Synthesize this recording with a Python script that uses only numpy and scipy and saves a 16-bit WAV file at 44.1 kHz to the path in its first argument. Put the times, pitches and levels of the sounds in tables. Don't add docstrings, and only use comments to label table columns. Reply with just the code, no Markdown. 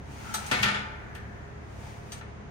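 import sys
import numpy as np
from scipy import signal
from scipy.fft import rfft, irfft
from scipy.io import wavfile
from scipy.ndimage import uniform_filter1d

SR = 44100
rng = np.random.default_rng(int(sys.argv[2]) if len(sys.argv) > 2 else 0)


def to_wav(sig):
    pcm = np.clip(np.atleast_2d(sig), -1, 1) * 32767
    pcm = np.round(pcm).astype(np.int16)
    wavfile.write(sys.argv[1], SR, pcm.T)


N = 110250
TIME_S = np.arange(N) / SR
FREQ_HZ = np.maximum(np.arange(N // 2 + 1) * SR / N, 1)

# pitch_hz, level_db, t60_s
WALL_MODES = [(209, -10, 1), (240.9, -10.5, 0.6), (763.6, -12.5, 0.44), (893, -9.5, 0.24),
              (1215, -11.5, 0.6), (1351, -6.5, 0.31), (1468, -10.5, 0.56), (1785, -13, 0.45),
              (1779, -1, 0.13), (2156, -8.5, 0.39), (4740, -7, 0.07), (3064, -7.5, 0.18),
              (3438, -9.5, 0.16), (4090, -18.5, 0.25)]
# freq_hz, density_db
SHELL_SPECTRUM = [(100, -39), (230, 8), (560, -4), (850, 0.5), (1080, -7), (1400, -0.5), (2300, 0.5),
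                  (3800, -5.5), (6000, -8), (9500, -10.5), (15000, -27)]
# start_s, level_db, lowpass_hz, highpass_hz
SHELL_BLOWS = [(.5133, -27, 6100, 130), (.535, -35, 2920, 150), (.6285, -32, 10900, 1470),
               (.631, -21, 5170, 1680), (.638, -28.5, 4130, 477), (.661, -30.5, 1790, 583),
               (.684, -30, 4500, 597), (.745, -32, 3180, 675), (1.153, -44.5, 3100, 1280),
               (2.211, -43.5, 1780, 1300)]
# time_s, level_db
CHATTER_ENVELOPE = [(.52, -31.5), (.56, -41), (.61, -46), (.65, -40), (.74, -39.5), (.79, -50.5),
                    (.86, -68)]
# pitch_hz, level_db, t60_s
HANDLE_MODES = [(3235, -2, 0.12), (4790, -7.5, 0.071), (6290, -4, 0.12), (8511, -5.5, 0.095),
                (12900, -13, .05)]
# freq_hz, density_db
LUG_SPECTRUM = [(300, -18), (900, 6), (2500, -3), (4500, -4), (7000, 1.5), (10000, -3.5), (13500, -5),
                (16000, -19)]
# start_s, level_db, lowpass_hz, highpass_hz, wire_ring_db
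HANDLE_CLICKS = [(0.34, -27.5, 17000, 3470, -20), (0.345, -28.5, 9500, 700, -14),
                 (.352, -36, 12300, 700, -20), (0.463, -33, 9100, 5550, -17),
                 (0.5135, -30, 12400, 1500, -29), (0.626, -30, 19100, 10800, -7),
                 (1.149, -48.5, 18000, 2600, -20), (2.1197, -36, 9200, 1530, -5),
                 (2.127, -43, 8100, 600, 1)]
# pitch_hz, level_db, t60_s
BASE_MODES = [(77, -9, 0.42), (119.3, 4, 0.14), (136.5, -8, 0.49), (203, -2, 0.49)]
# start_s, level_db
BASE_THUMPS = [(.52, -35), (0.601, -29), (.66, -32.5), (.715, -36.5)]
# pitch_hz, level_db, t60_s
RIM_MODES = [(874, -1.5, 0.12), (1313, 2.5, 0.083), (1454, -4, 0.091), (4015, -3, 0.055)]
# start_s, level_db
RIM_KNOCKS = [(.3435, -29.5), (0.383, -37.5), (2.213, -49.5)]
# centre_hz, width_hz, level_db
RUB_RESONANCES = [(211.3, 22, 2.5), (1375, 250, 2.5)]
# time_s, level_db
RUB_ENVELOPE = [(0, -85), (.21, -60), (.28, -46.5), (.33, -47.5), (.5, -55.5)]
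# freq_hz, density_db
SLIDE_SPECTRUM = [(300, -27.5), (900, 16.5), (1100, 0.5), (2200, 7.5), (4000, -1), (6300, 0.5),
                  (9500, -4.5), (14000, -13.5)]
# time_s, level_db
SLIDE_ENVELOPE = [(0, -68.5), (.12, -51.5), (.29, -44.5), (.62, -39), (.85, -66.5), (1.6, -69.5),
                  (1.75, -57.5), (1.87, -50), (2.03, -58.5), (2.19, -50), (2.3, -101)]
# freq_hz, density_db
SCRAPE_SPECTRUM = [(700, -28), (1750, -2), (4000, -42)]
# time_s, level_db
SCRAPE_ENVELOPE = [(.9, -55), (1.22, -52), (1.65, -61.5)]
# freq_hz, side_to_mid_db
METAL_WIDTH = [(120, -22), (350, -0.5), (1300, 3.5), (4000, -2), (9000, 1), (13000, -5.5)]
MOTOR_HARMONICS_DB = [-89, -49, -51, -56, -74]
# pitch_hz, rms_db
MACHINE_TONES = [(208, -57.5), (410, -60.5), (694, -64)]
# freq_hz, density_db
SHOP_SPECTRUM = [(22, -37), (38, 1), (70, 0.5), (130, -0.5), (230, -7), (850, -15.5), (1900, -21),
                 (2800, -29.5), (4200, -37.5), (6500, -37.5), (9500, -50), (15000, -69)]
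# freq_hz, side_to_mid_db
SHOP_WIDTH = [(40, -7.5), (140, -9), (300, -1.5), (1000, 1)]
# centre_hz, half_width_hz, gain_db
PORT_NOTCHES = [(5440, 79, -7.5), (7650, 217, -20.5), (10920, 697, -23.5)]


def shell():
    crack_db, crack_s, wall_db = 4.5, 0.01, -0.5
    rebounds_per_s, scatter_db = 140, -0.5
    body = decay(mode_cloud(SHELL_SPECTRUM, spacing_hz=8), t60_s=0.44, damping=0.083)
    body += undb(crack_db) * noise(SHELL_SPECTRUM, METAL_WIDTH) * np.exp(-TIME_S / crack_s)
    body += undb(wall_db) * ring(WALL_MODES)
    hits = rng.random(N) < rebounds_per_s / SR
    rebounds = hits * undb(scatter_db * rng.standard_normal(N)) * envelope(CHATTER_ENVELOPE)
    force = strikes(SHELL_BLOWS) + contact(rebounds, lowpass_hz=3800, highpass_hz=550)
    return drive(force, body)


def handle():
    lugs = decay(mode_cloud(LUG_SPECTRUM, spacing_hz=54.74), t60_s=0.16, damping=0.027)
    clicks = strikes(row[:4] for row in HANDLE_CLICKS)
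    pings = sum(tap(s, db + ring_db) for s, db, _, _, ring_db in HANDLE_CLICKS)
    return drive(clicks, lugs) + drive(pings, ring(HANDLE_MODES))


def base():
    thumps = sum(tap(s, db) for s, db in BASE_THUMPS)
    return drive(thumps, ring(BASE_MODES, spread=0) * onset(rise_s=0.0022))


def rim():
    rub = 0
    for hz, width_hz, db in RUB_RESONANCES:
        peak = 1 / (1 + (2 * (FREQ_HZ - hz) / width_hz) ** 2)
        rub += undb(db) * unit_rms(shape(rng.standard_normal((2, N)), peak))
    knocks = sum(tap(s, db) for s, db in RIM_KNOCKS)
    return drive(knocks, ring(RIM_MODES)) + rub * envelope(RUB_ENVELOPE)


def slide():
    hiss = noise(SLIDE_SPECTRUM, METAL_WIDTH) * envelope(SLIDE_ENVELOPE)
    scrape = noise(SCRAPE_SPECTRUM, METAL_WIDTH) * envelope(SCRAPE_ENVELOPE)
    return hiss + scrape


def reverb(x):
    tail = decay(rng.standard_normal((2, N)), t60_s=1.51, damping=0.59) * onset(rise_s=0.0054)
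    return drive(x, unit_rms(tail) / np.sqrt(N))


def workshop():
    waver_db, rush_db = 2, -44.5
    shaft_rad = wandering_phase(pitch_hz=36.14, wander_hz=1.18, rate_hz=14)
    tones = [(k * shaft_rad, db) for k, db in enumerate(MOTOR_HARMONICS_DB, 1)]
    tones += [(wandering_phase(hz, wander_hz=1.1, rate_hz=11.95), db) for hz, db in MACHINE_TONES]
    hum = sum(undb(db + waver_db * drift(rate_hz=12.26)) * np.sqrt(2) * np.cos(rad) for rad, db in tones)
    return hum + undb(rush_db) * noise(SHOP_SPECTRUM, SHOP_WIDTH)


def tap(start_s, level_db):
    return undb(level_db) * signal.unit_impulse(N, int(start_s * SR))


def contact(force, lowpass_hz, highpass_hz):
    for hz, kind in ((lowpass_hz, "low"), (highpass_hz, "high")):
        force = signal.sosfilt(signal.butter(2, hz, kind, fs=SR, output="sos"), force + 1e-18)
    return force


def strikes(rows):
    return sum(contact(tap(s, db), *cutoffs_hz) for s, db, *cutoffs_hz in rows)


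def drive(force, response):
    return signal.fftconvolve(np.atleast_2d(force), response, axes=1)[:, :N]


def ring(modes, spread=1):
    signs = rng.choice([-1, 1], (len(modes), 1, 1))
    offsets_rad = spread * signs * np.array([[1], [-1]]) * np.pi / 4
    total = 0
    for (hz, db, t60_s), offset_rad in zip(modes, offsets_rad):
        phase_rad = 2 * np.pi * hz * TIME_S + offset_rad * np.tanh(hz / 500)
        total += undb(db - 60 * TIME_S / t60_s) * np.sin(phase_rad)
    return total


def mode_cloud(spectrum, spacing_hz):
    present = rng.random(len(FREQ_HZ)) < SR / N / spacing_hz
    return stereo(*shape(rng.standard_normal((2, N)), present), spectrum, METAL_WIDTH)


def decay(x, t60_s, damping):
    octave = np.clip(np.log2(FREQ_HZ / 1000), 0, 4)
    total = 0
    for k in range(5):
        band = shape(x, np.maximum(1 - abs(octave - k), 0))
        total += band * undb(-60 * TIME_S * 2 ** (k * damping) / t60_s)
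    return total


def noise(spectrum, width):
    return stereo(*rng.standard_normal((2, N)), spectrum, width)


def stereo(mid, side, spectrum, width):
    side = colour(side, width)
    return unit_rms(colour(np.array([mid + side, mid - side]), spectrum))


def colour(x, spectrum):
    hz, db = np.array(spectrum).T
    return shape(x, undb(np.interp(np.log(FREQ_HZ), np.log(hz), db)))


def shape(x, gain):
    return irfft(rfft(x) * gain, N)


def envelope(rows):
    return undb(np.interp(TIME_S, *np.array(rows).T, left=-np.inf, right=-np.inf))


def onset(rise_s):
    return 1 - np.exp(-TIME_S / rise_s)


def wandering_phase(pitch_hz, wander_hz, rate_hz):
    return 2 * np.pi * np.cumsum(pitch_hz + wander_hz * drift(rate_hz)) / SR


def drift(rate_hz):
    hold = int(SR / rate_hz)
    steps = np.repeat(rng.standard_normal(N // hold + 1), hold)
    return unit_rms(uniform_filter1d(uniform_filter1d(steps, hold), hold)[:N])


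def undb(db):
    return 10 ** (np.asarray(db) / 20)


def unit_rms(x):
    return x / np.sqrt(np.mean(x ** 2))


def scene():
    left_db, reverb_db = 2.5, -12.5
    pan = undb(np.array([[left_db], [-left_db]]) / 2)
    metal = (shell() + handle() + rim() + slide()) * pan
    return metal + undb(reverb_db) * reverb(metal) + base() + workshop()


def record(dry):
    top_hz = 15800
    dips_db = sum(db * np.exp(-((FREQ_HZ - hz) / half_hz) ** 2) for hz, half_hz, db in PORT_NOTCHES)
    lowpass = signal.ellip(8, 0.2, 70, top_hz, fs=SR, output="sos")
    return signal.sosfilt(lowpass, shape(dry, undb(dips_db)))


dry = scene()
out = record(dry)
to_wav(out)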